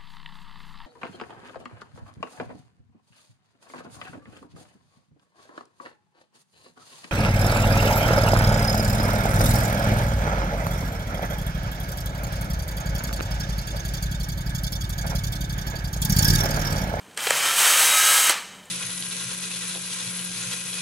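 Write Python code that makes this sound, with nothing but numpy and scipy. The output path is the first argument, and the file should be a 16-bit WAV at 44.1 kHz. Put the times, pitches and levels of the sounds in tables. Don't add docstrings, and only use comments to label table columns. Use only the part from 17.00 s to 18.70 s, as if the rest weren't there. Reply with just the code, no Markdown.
import sys
import numpy as np
from scipy import signal
from scipy.fft import rfft, irfft
from scipy.io import wavfile

SR = 44100
rng = np.random.default_rng(int(sys.argv[2]) if len(sys.argv) > 2 else 0)


def to_linear_factor(level_db):
    exponent = np.asarray(level_db, float) / 20
    return 10 ** exponent


def digitize_waveform(pressure):
    field = np.atleast_2d(pressure).T
    bounded = np.clip(field, -1, 1)
    quanta = np.round(bounded * 32767).astype(np.int16)
    wavfile.write(sys.argv[1], SR, quanta)


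N = 74970
SPLIT_HZ = 4790


def rms_one(x):
    return x / np.sqrt(np.mean(x ** 2) + 1e-20)


def in_time(rows):
    seconds, *columns = np.transpose(rows)
    return [np.interp(np.arange(N) / SR, seconds, column) for column in columns]


def at_hz(points, hz):
    table_hz, values = np.transpose(points)
    return np.interp(np.log(hz + 1), np.log(table_hz), values)


def coloured(noise, spectrum):
    gain = to_linear_factor(at_hz(spectrum, np.fft.rfftfreq(len(noise), 1 / SR)))
    return irfft(rfft(noise) * gain, len(noise))


def filtered(x, order, hz, kind):
    return signal.sosfilt(signal.butter(order, hz, kind, fs=SR, output="sos"), x)


def drift(rate_hz):
    r = np.exp(-2 * np.pi * rate_hz * 40 / SR)
    noise = rng.standard_normal(N // 40 + 2002)
    slow = signal.lfilter([1], [1, -2 * r, r * r], noise)[2000:]
    return np.interp(np.arange(N) / 40, np.arange(len(slow)), rms_one(slow))


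def resonance(x, hz, width_hz):
    r = np.exp(-np.pi * width_hz / SR)
    zeros = np.array([1, 0, -1]) * (1 - r * r) / 2
    poles = [1, -2 * r * np.cos(2 * np.pi * hz / SR), r * r]
    return signal.lfilter(zeros, poles, x)


def narrow_noise(hz, width_hz):
    once = resonance(rng.standard_normal(N), hz, width_hz)
    return rms_one(resonance(once, hz, width_hz))


def workshop():
    # frequency in Hz, relative level in dB.
    air_spectrum = [(15, -42), (25, -23), (80, -14.5), (191, -8), (356, -15), (419, -12), (702, -16),
                    (1030, -14.5), (1140, -19), (13500, -78), (16300, -52)]
    air = rms_one(coloured(rng.standard_normal(N), air_spectrum))
    hum = narrow_noise(183.7, 23)
    return to_linear_factor(-53) * air + to_linear_factor(-60) * hum


def room(x):
    # frequency in Hz, time to fall 60 dB in seconds.
    room_decay = [(200, 1), (1000, 0.93), (4000, 1.0), (10000, 0.62), (16000, 0.29)]
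    echo_db = -16
    t, tail = np.arange(SR) / SR, 0
    octaves = 125 * 2. ** np.arange(8)
    for low, high in zip(octaves, octaves[1:]):
        band = filtered(rng.standard_normal(SR), 2, [low, high], "band")
        t60 = at_hz(room_decay, np.sqrt(low * high))
        tail = tail + band * to_linear_factor(-60 * t / t60)
    tail *= np.clip(t / 0.0086, 0, 1)
    tail /= np.sqrt(np.sum(tail ** 2))
    return to_linear_factor(echo_db) * signal.fftconvolve(x, tail)[:N]


def shudder():
    # time in seconds, level in dB.
    shudder_swell = [(.22, -80), (.28, -54), (.36, -51), (.46, -62), (.6, -76)]
    swell_db, = in_time(shudder_swell)
    return to_linear_factor(swell_db) * narrow_noise(134, 56)


def clacks():
    # start in seconds, strength in dB before the trim
    # and the mode levels, treble over body in dB, bass over body in dB, length of the cluster in seconds.
    clack_rows = [(.1715, -26, -10, -4, 0.0021), (.1745, -15.5, 2.5, -14, .002), (.177, -19, -5, -3, .002),
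                  (.269, -6, -7, 0, 0.0071), (.305, -8, 4.5, -10, 0.0031), (.3075, -6.5, -13, 1.5, .003),
                  (1.2935, -14, 0, 2, 0.0022), (1.2957, -4.5, 3.5, -11, 0.00092),
                  (1.299, -8, -4, -13, 0.0021), (1.3035, -8, -19, -5.5, 0.00295),
                  (1.38, -24, -14, -9, 0.0021)]
    # start in seconds, strength in dB before the trim
    # and the mode levels, treble over body in dB, bass over body in dB, length of the cluster in seconds.
    tick_rows = [(0.112, -39, -10, -20, 0.0081), (.135, -48, -4, -6, .004), (.146, -45, 6, -8, 0.0024),
                 (.165, -41, 3, -8, 0.0041), (1.655, -43, 8, -10, .004)]
    # frequency in Hz, relative level in dB, 60 dB decay in seconds.
    tool_modes = [(526, -3, 0.017), (753, -4.5, .015), (1030, -3, 0.018), (1300, -5.5, 0.024),
                  (1680, 1, 0.0097), (2050, -4, 0.013), (2350, -3.5, 0.011), (2820, -3, 0.0074),
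                  (3175, -3.5, 0.019), (4170, -2.5, 0.0081), (5360, -6, 0.0047), (7280, 1, 0.0083),
                  (8000, -2.5, 0.0071), (8570, 0, .008), (9400, -2.5, .006), (12000, -5.5, .003)]
    touches_each, bass_hz, low_cut_hz = 10, 1100, 300
    trim_db, fade_db, scatter_db = -17, 6, 3.0

    start, strength_db, treble_db, bass_db, length = np.array(clack_rows + tick_rows).T[:, :, None]
    late = np.sort(rng.random((len(start), touches_each)), axis=1)
    late -= late[:, :1]
    at = ((start + late * length) * SR).astype(int)
    ringing = np.zeros(N)
    for hz, mode_db, t60 in tool_modes:
        db = strength_db + (hz > SPLIT_HZ) * treble_db + (hz < bass_hz) * bass_db
        db = db + mode_db + trim_db - fade_db * late + rng.normal(0, scatter_db, late.shape)
        touches = np.full(N, 1e-18)
        np.add.at(touches, at, to_linear_factor(db) * rng.choice([-1, 1], late.shape))
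        r, w = to_linear_factor(-60 / (t60 * SR)), 2 * np.pi * hz / SR
        ringing += signal.lfilter([0, np.sin(w)], [1, -2 * r * np.cos(w), r * r], touches)
    return filtered(ringing, 4, low_cut_hz, "high")


def housing(x):
    # frequency in Hz, width in Hz, boost in dB.
    shell_resonances = [(1310, 95, 2), (1775, 250, 1.5), (2354, 120, 3.5), (3070, 170, 6), (3870, 250, 1.5),
                        (6320, 220, 4), (8134, 340, 5), (8450, 110, 2.5), (8930, 120, 0), (10800, 200, 1)]
    for hz, width_hz, boost_db in shell_resonances:
        x = x + (to_linear_factor(boost_db) - 1) * resonance(x, hz, width_hz)
    return x


def brush_and_gear_rasp(turn):
    # time in seconds, body below the split in dB, treble above it in dB.
    rasp_levels = [(.163, -54, -63), (.18, -34.5, -44.5), (.26, -30.5, -30), (.3, -27, -33.5),
                   (.33, -26.5, -32), (.516, -25, -27.5), (.554, -29, -26.5), (.586, -21.5, -22),
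                   (.732, -22.5, -20.5), (.82, -22.5, -19.5), (.9, -24, -21), (1.126, -23.5, -19.5),
                   (1.288, -24.5, -22.5), (1.31, -22.5, -23.5), (1.34, -28, -48), (1.39, -35, -65),
                   (1.45, -55, -73), (1.55, -62, -59)]
    # frequency in Hz, relative level in dB.
    rasp_spectrum = [(88, -46), (150, -25), (270, -21), (477, -8.5), (900, -2), (1460, 0.5), (2630, -2),
                     (3400, -4.5), (4740, -6), (6000, -5), (8200, -2), (11000, -2.5), (15500, -9)]
    grains_per_s, grain_spread_db = 6000, 2.5
    grain_share = 0.37
    throb_depth, patchy_db = 0.1, 0.5

    grain_db = grain_spread_db * np.minimum(rng.exponential(1, N), 5)
    grains = (rng.random(N) < grains_per_s / SR) * to_linear_factor(grain_db) * rng.choice([-1, 1], N)
    hiss = rng.standard_normal(N)
    raw = np.sqrt(grain_share) * rms_one(grains) + np.sqrt(1 - grain_share) * hiss
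    raw = raw * (1 + throb_depth * np.cos(turn))
    rasp = housing(coloured(raw, rasp_spectrum))

    body = rms_one(filtered(rasp, 2, SPLIT_HZ, "low"))
    treble = rms_one(filtered(rasp, 2, SPLIT_HZ, "high"))
    body_db, treble_db = in_time(rasp_levels)
    both = drift(8.3)
    body_db = body_db + patchy_db * (both + drift(30))
    treble_db = treble_db + patchy_db * (both + drift(27))
    return body * to_linear_factor(body_db) - treble * to_linear_factor(treble_db)


def shaft_whines(turn):
    # multiple of shaft speed, level in dB at half trigger, level in dB at full trigger,
    # both before the gains in time and the housing.
    whine_rows = [(1.004, -61.5, -55), (1.985, -49.5, -61), (2.994, -56, -45), (3.993, -57, -36),
                  (5, -34.5, -35), (6.49, -47, -37), (9, -54, -40), (9.94, -48, -47), (12.02, -41, -34),
                  (20.04, -45, -37), (24.9, -55, -37.5), (26.2, -55, -50)]
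    # time in seconds, gain in dB on the half-trigger
    # levels, gain in dB on the full-trigger levels.
    steady_gains = [(.36, -36, -40), (.43, -1.5, -40), (.54, 1.5, -38), (.58, -23, -25), (.66, -40, -3.5),
                    (.9, -40, -1), (1.0, -40, 2), (1.24, -40, -0.5), (1.29, -40, 1), (1.31, -56, -30)]
    flicker_db, flicker_hz = 2.5, 8
    half_gain_db, full_gain_db = in_time(steady_gains)
    whines = np.zeros(N)
    for multiple, half_db, full_db in whine_rows:
        strength = to_linear_factor(half_db + half_gain_db) + to_linear_factor(full_db + full_gain_db)
        flicker = to_linear_factor(flicker_db * drift(flicker_hz))
        sine = np.sqrt(2) * np.sin(multiple * turn + rng.uniform(0, 2 * np.pi))
        whines += strength * flicker * sine
    return housing(whines)


def motor():
    # time in seconds, speed in turns per second.
    shaft_speed = [(.17, 60), (.34, 230), (.43, 257), (.48, 262), (.55, 272), (.63, 300), (.7, 309),
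                   (.85, 316), (.98, 320.6), (1.2, 325), (1.245, 325), (1.29, 312), (1.36, 150)]
    speed, = in_time(shaft_speed)
    waver = 1 + 0.0012 * drift(16)
    turn = 2 * np.pi * np.cumsum(speed * waver) / SR
    return brush_and_gear_rasp(turn) + shaft_whines(turn)


def scene():
    tool = motor() + clacks() + shudder()
    return np.tile(tool + room(tool) + workshop(), (2, 1))


def roll_off(x):
    return signal.sosfilt(signal.butter(12, 16480, fs=SR, output="sos"), x)


def record(dry):
    top_cut = signal.ellip(12, .5, 70, 15800, fs=SR, output="sos")
    mix = filtered(signal.sosfilt(top_cut, dry), 1, 60, "high")
    return roll_off(mix)


dry = scene()
out = record(dry)
digitize_waveform(out)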